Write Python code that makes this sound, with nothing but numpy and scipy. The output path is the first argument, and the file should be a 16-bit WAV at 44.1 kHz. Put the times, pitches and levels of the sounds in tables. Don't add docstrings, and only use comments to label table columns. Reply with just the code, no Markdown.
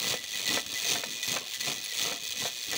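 import sys
import numpy as np
from scipy import signal
from scipy.fft import rfft, irfft, next_fast_len
from scipy.io import wavfile
from scipy.ndimage import map_coordinates

SR = 44100
rng = np.random.default_rng(int(sys.argv[2]) if len(sys.argv) > 2 else 0)


def unload_wav(signal):
    wavfile.write(
        sys.argv[1],
        SR,
        np.round(np.clip(np.atleast_2d(signal).T, -1, 1) * 32767).astype(np.int16),
    )


N = 122157

# time in seconds, level in dB.
CHAIN_LEVEL = [(0.0, -27.5), (0.01, -33), (0.11, -27.5), (0.21, -43), (0.37, -32.5), (0.45, -33.5),
               (0.47, -29.5), (0.57, -29), (0.65, -45), (0.73, -33), (0.82, -33), (0.91, -27), (1.03, -38),
               (1.04, -34.5), (1.08, -37), (1.12, -35.5), (1.22, -39), (1.23, -31), (1.26, -33.5),
               (1.29, -29), (1.3, -31), (1.33, -28.5), (1.43, -41.5), (1.53, -36.5), (1.54, -31.5),
               (1.59, -42.5), (1.61, -29), (1.63, -38.5), (1.66, -29.5), (1.8, -38.5), (1.87, -35),
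               (1.87, -38.5), (2.02, -28.5), (2.17, -38), (2.19, -43.5), (2.24, -36), (2.33, -34),
               (2.34, -42), (2.38, -34), (2.48, -32), (2.49, -39.5), (2.71, -35), (2.71, -36),
               (2.77, -29.5)]
# time in seconds, roller clicks per second.
CHAIN_SPEED = [(0, 114), (.22, 116), (.42, 95), (.53, 122), (.75, 106), (.93, 129), (1.03, 85), (1.15, 109),
               (1.42, 85.6), (1.6, 139), (1.8, 96), (1.9, 111.4), (2.25, 109), (2.45, 137), (2.77, 95)]
# time in seconds, dB over an ordinary click.
CATCHES = [(0.2398, 7), (0.6638, 6.5), (2.7141, 6.5)]
# frequency in Hz, relative level in dB.
CLICK_COLOUR = [(300, -46.5), (900, -18), (1600, -28), (2100, -5), (2800, -4.5), (3400, 0), (4450, 1.5),
                (4950, -6.5), (5600, -2), (6250, 0.5), (7200, -5.5), (9000, -11.5), (13000, -21),
                (16000, -3)]
# frequency in Hz, relative level in dB.
SNAP_COLOUR = [(1500, -20), (4000, -8), (6500, -18.5), (9000, 4.5), (11000, -2), (13700, 1.5), (14800, -12),
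               (15800, 6.5)]
# centre in Hz, width in Hz, relative level in dB.
FRAME_RESONANCES = [(1790, 24, -6), (1976, 20, 2), (2503, 40, 3), (3300, 90, -4), (3480, 90, -1),
                    (3994, 100, -5), (4462, 55, -5), (6077, 50, -5), (6287, 80, -5)]
LINK_JITTER_CLICKS, LINK_SCATTER_DB, INNER_LINK_DB = 0.12, 0.5, -0.5
LOOSE_PER_S, LOOSE_JITTER_CLICKS, LOOSE_SCATTER_DB = 110, 1, 0.54
LOOSE_DB, LOOSE_DB_PER_LOAD_DB = -7, 0.56
CLICK_DB, CLICK_T60_S, CLICK_RISE_S = 0.5, 0.021, 0.00019
SNAP_DB, SNAP_T60_S = -14.5, 0.005
SNAP_DB_PER_LOAD_DB = 0.92
FRAME_DB = -6

# peak time in seconds, level in dB, rise in seconds, fall in seconds.
STROKES = [(0.114, -39, 0.19, 0.049), (0.561, -38.5, 0.2, 0.08), (.945, -41, 0.24, 0.12),
           (1.35, -38, 0.1, 0.086), (1.692, -36, 0.055, 0.072), (2.07, -39, 0.12, 0.11),
           (2.449, -43, 0.074, 0.043), (2.749, -39, 0.062, 0.058)]
# frequency in Hz, relative level in dB.
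GRIND_COLOUR = [(40, -40), (130, -22), (290, -10.5), (345, -4.5), (420, 0.5), (496, 3), (580, -2), (700, 2),
                (900, -8), (1040, -1.5), (1200, -4), (1325, -2), (1550, -21.5), (1790, -8), (3000, -1),
                (8000, -54.5)]
STROKE_RANGE_DB, IDLE_DB = 18.5, -58.5
GRIND_PER_S, GRIND_JITTER_CONTACTS, GRIND_SCATTER_DB, GRIND_T60_S = 190, 0.4, 3.5, 0.057

# time in seconds, level in dB before the band-pass,
# brightness in dB per octave, t60 of the noise in seconds.
KNOCKS = [(0.139, -29.5, -5.5, .05), (.239, -41.5, 3, 0.044), (.572, -26, 0, 0.067), (.955, -27, 2, 0.041),
          (1.036, -25.5, -1, 0.027), (1.365, -26, 0, .06), (1.679, -63, 11, 0.056),
          (2.121, -30.5, -0.5, 0.043), (2.42, -36, -2, .05), (2.452, -32, -1.5, 0.14),
          (2.731, -32, 0.5, 0.063)]
# frequency in Hz, relative level in dB.
KNOCK_COLOUR = [(25, -45), (100, 3), (250, -14), (490, 8), (600, 2), (700, 8), (1000, 3), (1400, -2),
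                (1800, 2.5), (2600, 2), (4000, 5), (9000, -10)]
# frequency in Hz, relative level in dB.
CLANK_MODES = [(496, -2), (696, -3), (1040, -10.5), (1325, -5), (1560, -6), (1790, 1), (2310, 1)]
CLANK_DB, CLANK_SCATTER_DB, CLANK_T60_RATIO = -7.5, 2.1, 1.3
KNOCK_BAND_HZ = (310, 3200)

# start in seconds, length in seconds, level in dB before flutter, pitch in Hz.
RUBS = [(0.019, 0.085, -37, 1982), (.15, 0.077, -43, 1970), (0.334, 0.031, -36, 1985),
        (0.449, 0.084, -33, 1980), (.45, 0.068, -43, 2517), (0.566, 0.045, -37, 1954),
        (0.742, 0.067, -35, 1986), (0.753, 0.37, -48, 2510), (.96, 0.076, -46, 1985),
        (1.131, 0.12, -42, 2444), (1.224, 0.031, -34.5, 1976), (1.278, 0.032, -38, 2000),
        (1.536, 0.036, -43, 1990), (1.592, 0.063, -36.5, 1985), (1.9, 0.042, -38, 1966),
        (2.025, 0.065, -39, 1983)]
# start in seconds, length in seconds, level in dB before flutter,
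# pitch in Hz.
SQUEAKS = [(.472, .016, -47, 12700), (1.264, .02, -39, 13200), (1.84, 0.015, -40, 10990)]
RUB_WANDER_HZ, SQUEAK_WANDER_HZ, RUB_FLUTTER_DB = 24, 164, 2.5

# time in seconds, level in dB.
RUMBLE_LEVEL = [(0.0, -52), (0.11, -43), (0.22, -62), (0.29, -65), (0.37, -53.5), (0.45, -57), (0.49, -43),
                (0.54, -40), (0.65, -60), (0.75, -51), (0.77, -65.5), (0.95, -41), (1.03, -60),
                (1.09, -47.5), (1.25, -65.5), (1.3, -41), (1.36, -50), (1.46, -66), (1.56, -69), (1.6, -54),
                (1.63, -53.5), (1.68, -48.5), (1.7, -46), (1.74, -49.5), (1.92, -68), (2.02, -47),
                (2.13, -50), (2.2, -62), (2.23, -56), (2.32, -64), (2.44, -47.5), (2.51, -63), (2.53, -59),
                (2.65, -77), (2.68, -56), (2.77, -44.5)]
# frequency in Hz, relative level in dB.
RUMBLE_COLOUR = [(25, -19), (50, -30), (80, -11), (105, -1.5), (130, -1), (200, 2), (270, 5), (300, 2.5),
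                 (350, -5.5), (490, -3.5), (620, -18.5), (1200, -18.5), (4000, -57)]
# start in seconds, level in dB before rise, decay and doubling,
# pitch in Hz.
THUDS = [(0.102, -35, 132), (0.233, -50.5, 87), (0.656, -48, 80.54), (0.724, -53, 90.2), (1.279, -38, 113),
         (1.671, -37, 133), (2.291, -54, 91), (2.424, -35.5, 125), (2.68, -47, 85.4)]
RUMBLE_SCATTER_DB, THUD_RISE_S, THUD_T60_S = 3.3, 0.013, 0.1

# frequency in Hz, gain in dB.
ECHO_COLOUR = [(25, -17), (80, -4), (270, 4), (700, 2), (1800, -4), (4000, 0), (16000, -5.5)]
ECHO_T60_S, ECHO_DB = 0.14, -11
# frequency in Hz, relative level in dB.
AIR_COLOUR = [(25, 2), (50, 0), (85, 20), (130, -7), (270, -29), (500, 2.5), (1400, -16), (3500, 28),
              (9000, -22), (16000, -13)]
AIR_DB, AIR_WOBBLE_DB = -48, 0.8
TOP_HZ = 15720


def amp(db):
    return 10 ** (np.asarray(db) / 20)


def unit(x):
    return x / np.sqrt(np.mean(x ** 2) + 1e-20)


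def clock():
    return np.arange(N) / SR


def curve(rows):
    return np.interp(clock(), *np.transpose(rows))


def wobble(knots_per_s):
    return map_coordinates(rng.standard_normal(4096), [clock() * knots_per_s], mode="wrap")


def filtered(x, response):
    m = 2 * next_fast_len(N)
    return irfft(rfft(x, m) * response(np.fft.rfftfreq(m, 1 / SR)), m)[:N]


def coloured(x, points, tilt_db_per_octave=0):
    def response(hz):
        f, db = np.transpose(points)
        tilted_db = db + tilt_db_per_octave * np.log2(f / f[0])
        gain_db = np.interp(np.log(hz + 1), np.log(f), tilted_db)
        cepstrum = irfft(np.log(amp(gain_db)))
        half = len(cepstrum) // 2
        cepstrum[1:half] *= 2
        cepstrum[half + 1:] = 0
        return np.exp(rfft(cepstrum))
    return unit(filtered(x, response))


def contacts(per_s, jitter, scatter_db, second_db=0):
    draws = np.clip(rng.standard_normal((2048, 2)), -2, 2)
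    k = np.arange(len(draws))
    passed = np.cumsum(per_s * np.ones(N)) / SR
    at = np.searchsorted(passed, k + jitter * draws[:, 0])
    energy = amp(scatter_db * draws[:, 1] + second_db * (k % 2)) ** 2
    keep = (at > 0) & (at < N)
    return np.bincount(at[keep], energy[keep], N)


def bursts(energy, t60_s, rise_s=1e-5):
    t = clock()[:SR // 4]
    decay = (amp(-60 * t / t60_s) * (1 - np.exp(-t / rise_s))) ** 2
    power = np.abs(signal.fftconvolve(energy, decay)[:N])
    return unit(np.sqrt(power) * rng.standard_normal(N))


def chain():
    level_db = curve(CHAIN_LEVEL)
    load_db = level_db - level_db.mean()
    loose_weight = amp(LOOSE_DB + LOOSE_DB_PER_LOAD_DB * load_db) ** 2
    hits = contacts(curve(CHAIN_SPEED), LINK_JITTER_CLICKS, LINK_SCATTER_DB, INNER_LINK_DB)
    hits += loose_weight * contacts(LOOSE_PER_S, LOOSE_JITTER_CLICKS, LOOSE_SCATTER_DB)
    for s, db in CATCHES:
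        hits[min(round(s * SR), N - 1)] += amp(db) ** 2
    hits /= 1 + loose_weight

    def frame(f):
        return sum(amp(db) * 1j * f * width / (centre ** 2 - f * f + 1j * f * width)
                   for centre, width, db in FRAME_RESONANCES)

    click = amp(CLICK_DB) * coloured(bursts(hits, CLICK_T60_S, CLICK_RISE_S), CLICK_COLOUR)
    snap_gain = amp(SNAP_DB + (SNAP_DB_PER_LOAD_DB - 1) * load_db)
    snap = snap_gain * coloured(bursts(hits, SNAP_T60_S), SNAP_COLOUR)
    ring = amp(FRAME_DB) * unit(filtered(bursts(hits, CLICK_T60_S), frame))
    return (click + snap + ring) * amp(level_db)


def grinding():
    t = clock()
    load = amp(IDLE_DB)
    for s, db, rise_s, fall_s in STROKES:
        from_peak = np.maximum((s - t) / rise_s, (t - s) / fall_s)
        load = load + amp(db - STROKE_RANGE_DB * from_peak)
    hits = contacts(GRIND_PER_S, GRIND_JITTER_CONTACTS, GRIND_SCATTER_DB)
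    return load * coloured(bursts(hits, GRIND_T60_S), GRIND_COLOUR)


def knocks():
    out = np.zeros(N)
    pivot_hz = CLANK_MODES[2][0]
    for s, db, tilt, t60_s in KNOCKS:
        t = np.maximum(clock() - s, 0)
        decay = (t > 0) * amp(-60 * t / t60_s)
        noise = coloured(decay * rng.standard_normal(N), KNOCK_COLOUR, tilt)
        crunch = np.sqrt(np.mean(decay ** 2)) * noise
        ring = np.zeros(N)
        for k, (hz, mode_db) in enumerate(CLANK_MODES):
            gain_db = mode_db + tilt * np.log2(hz / pivot_hz) + rng.normal(0, CLANK_SCATTER_DB)
            ring += (-1) ** k * amp(gain_db) * np.sin(2 * np.pi * hz * t)
        ring *= amp(CLANK_DB - 60 * t / (CLANK_T60_RATIO * t60_s))
        out += amp(db) * (crunch + ring)
    band = signal.butter(2, KNOCK_BAND_HZ, "bandpass", fs=SR, output="sos")
    return signal.sosfilt(band, out)


def tones(rows, wander_hz):
    t, out = clock(), np.zeros(N)
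    wander = wander_hz * wobble(200)
    flutter = amp(RUB_FLUTTER_DB * wobble(110))
    for s, length_s, db, hz in rows:
        swell = np.sin(np.pi * np.clip((t - s) / length_s, 0, 1))
        phase = 2 * np.pi * np.cumsum(hz + wander) / SR
        out += amp(db) * swell * np.sin(phase)
    return out * flutter


def rubbing():
    return tones(RUBS, RUB_WANDER_HZ) + tones(SQUEAKS, SQUEAK_WANDER_HZ)


def rumble():
    hits = contacts(GRIND_PER_S, GRIND_JITTER_CONTACTS, RUMBLE_SCATTER_DB)
    out = amp(curve(RUMBLE_LEVEL)) * coloured(bursts(hits, GRIND_T60_S), RUMBLE_COLOUR)
    for s, db, hz in THUDS:
        t = np.maximum(clock() - s, 0)
        envelope = amp(db - 60 * t / THUD_T60_S) * (1 - np.exp(-t / THUD_RISE_S))
        out += 2 * envelope * np.sin(2 * np.pi * hz * t)
    return out


def echo(x, count=4):
    t, out = clock()[:SR // 4], np.zeros(N)
    weights = np.array([wobble(7) for _ in range(count)])
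    weights /= np.linalg.norm(weights, axis=0)
    for weight in weights:
        tail = rng.standard_normal(len(t)) * amp(-60 * t / ECHO_T60_S)
        out += weight * signal.fftconvolve(x, tail / np.linalg.norm(tail))[:N]
    return filtered(out, lambda hz: amp(np.interp(hz, *np.transpose(ECHO_COLOUR))))


def outdoor_air():
    level_db = AIR_DB + AIR_WOBBLE_DB * wobble(9.63)
    return amp(level_db) * coloured(rng.standard_normal(N), AIR_COLOUR)


def scene():
    machine = chain() + grinding() + rumble() + knocks() + rubbing()
    air = outdoor_air()
    return (machine + amp(ECHO_DB) * echo(machine) + air)[None]


def record(dry):
    return filtered(dry[0], lambda hz: np.clip((TOP_HZ - hz) / 200 + 0.5, 0, 1))[None]


dry = scene()
out = record(dry)
unload_wav(out)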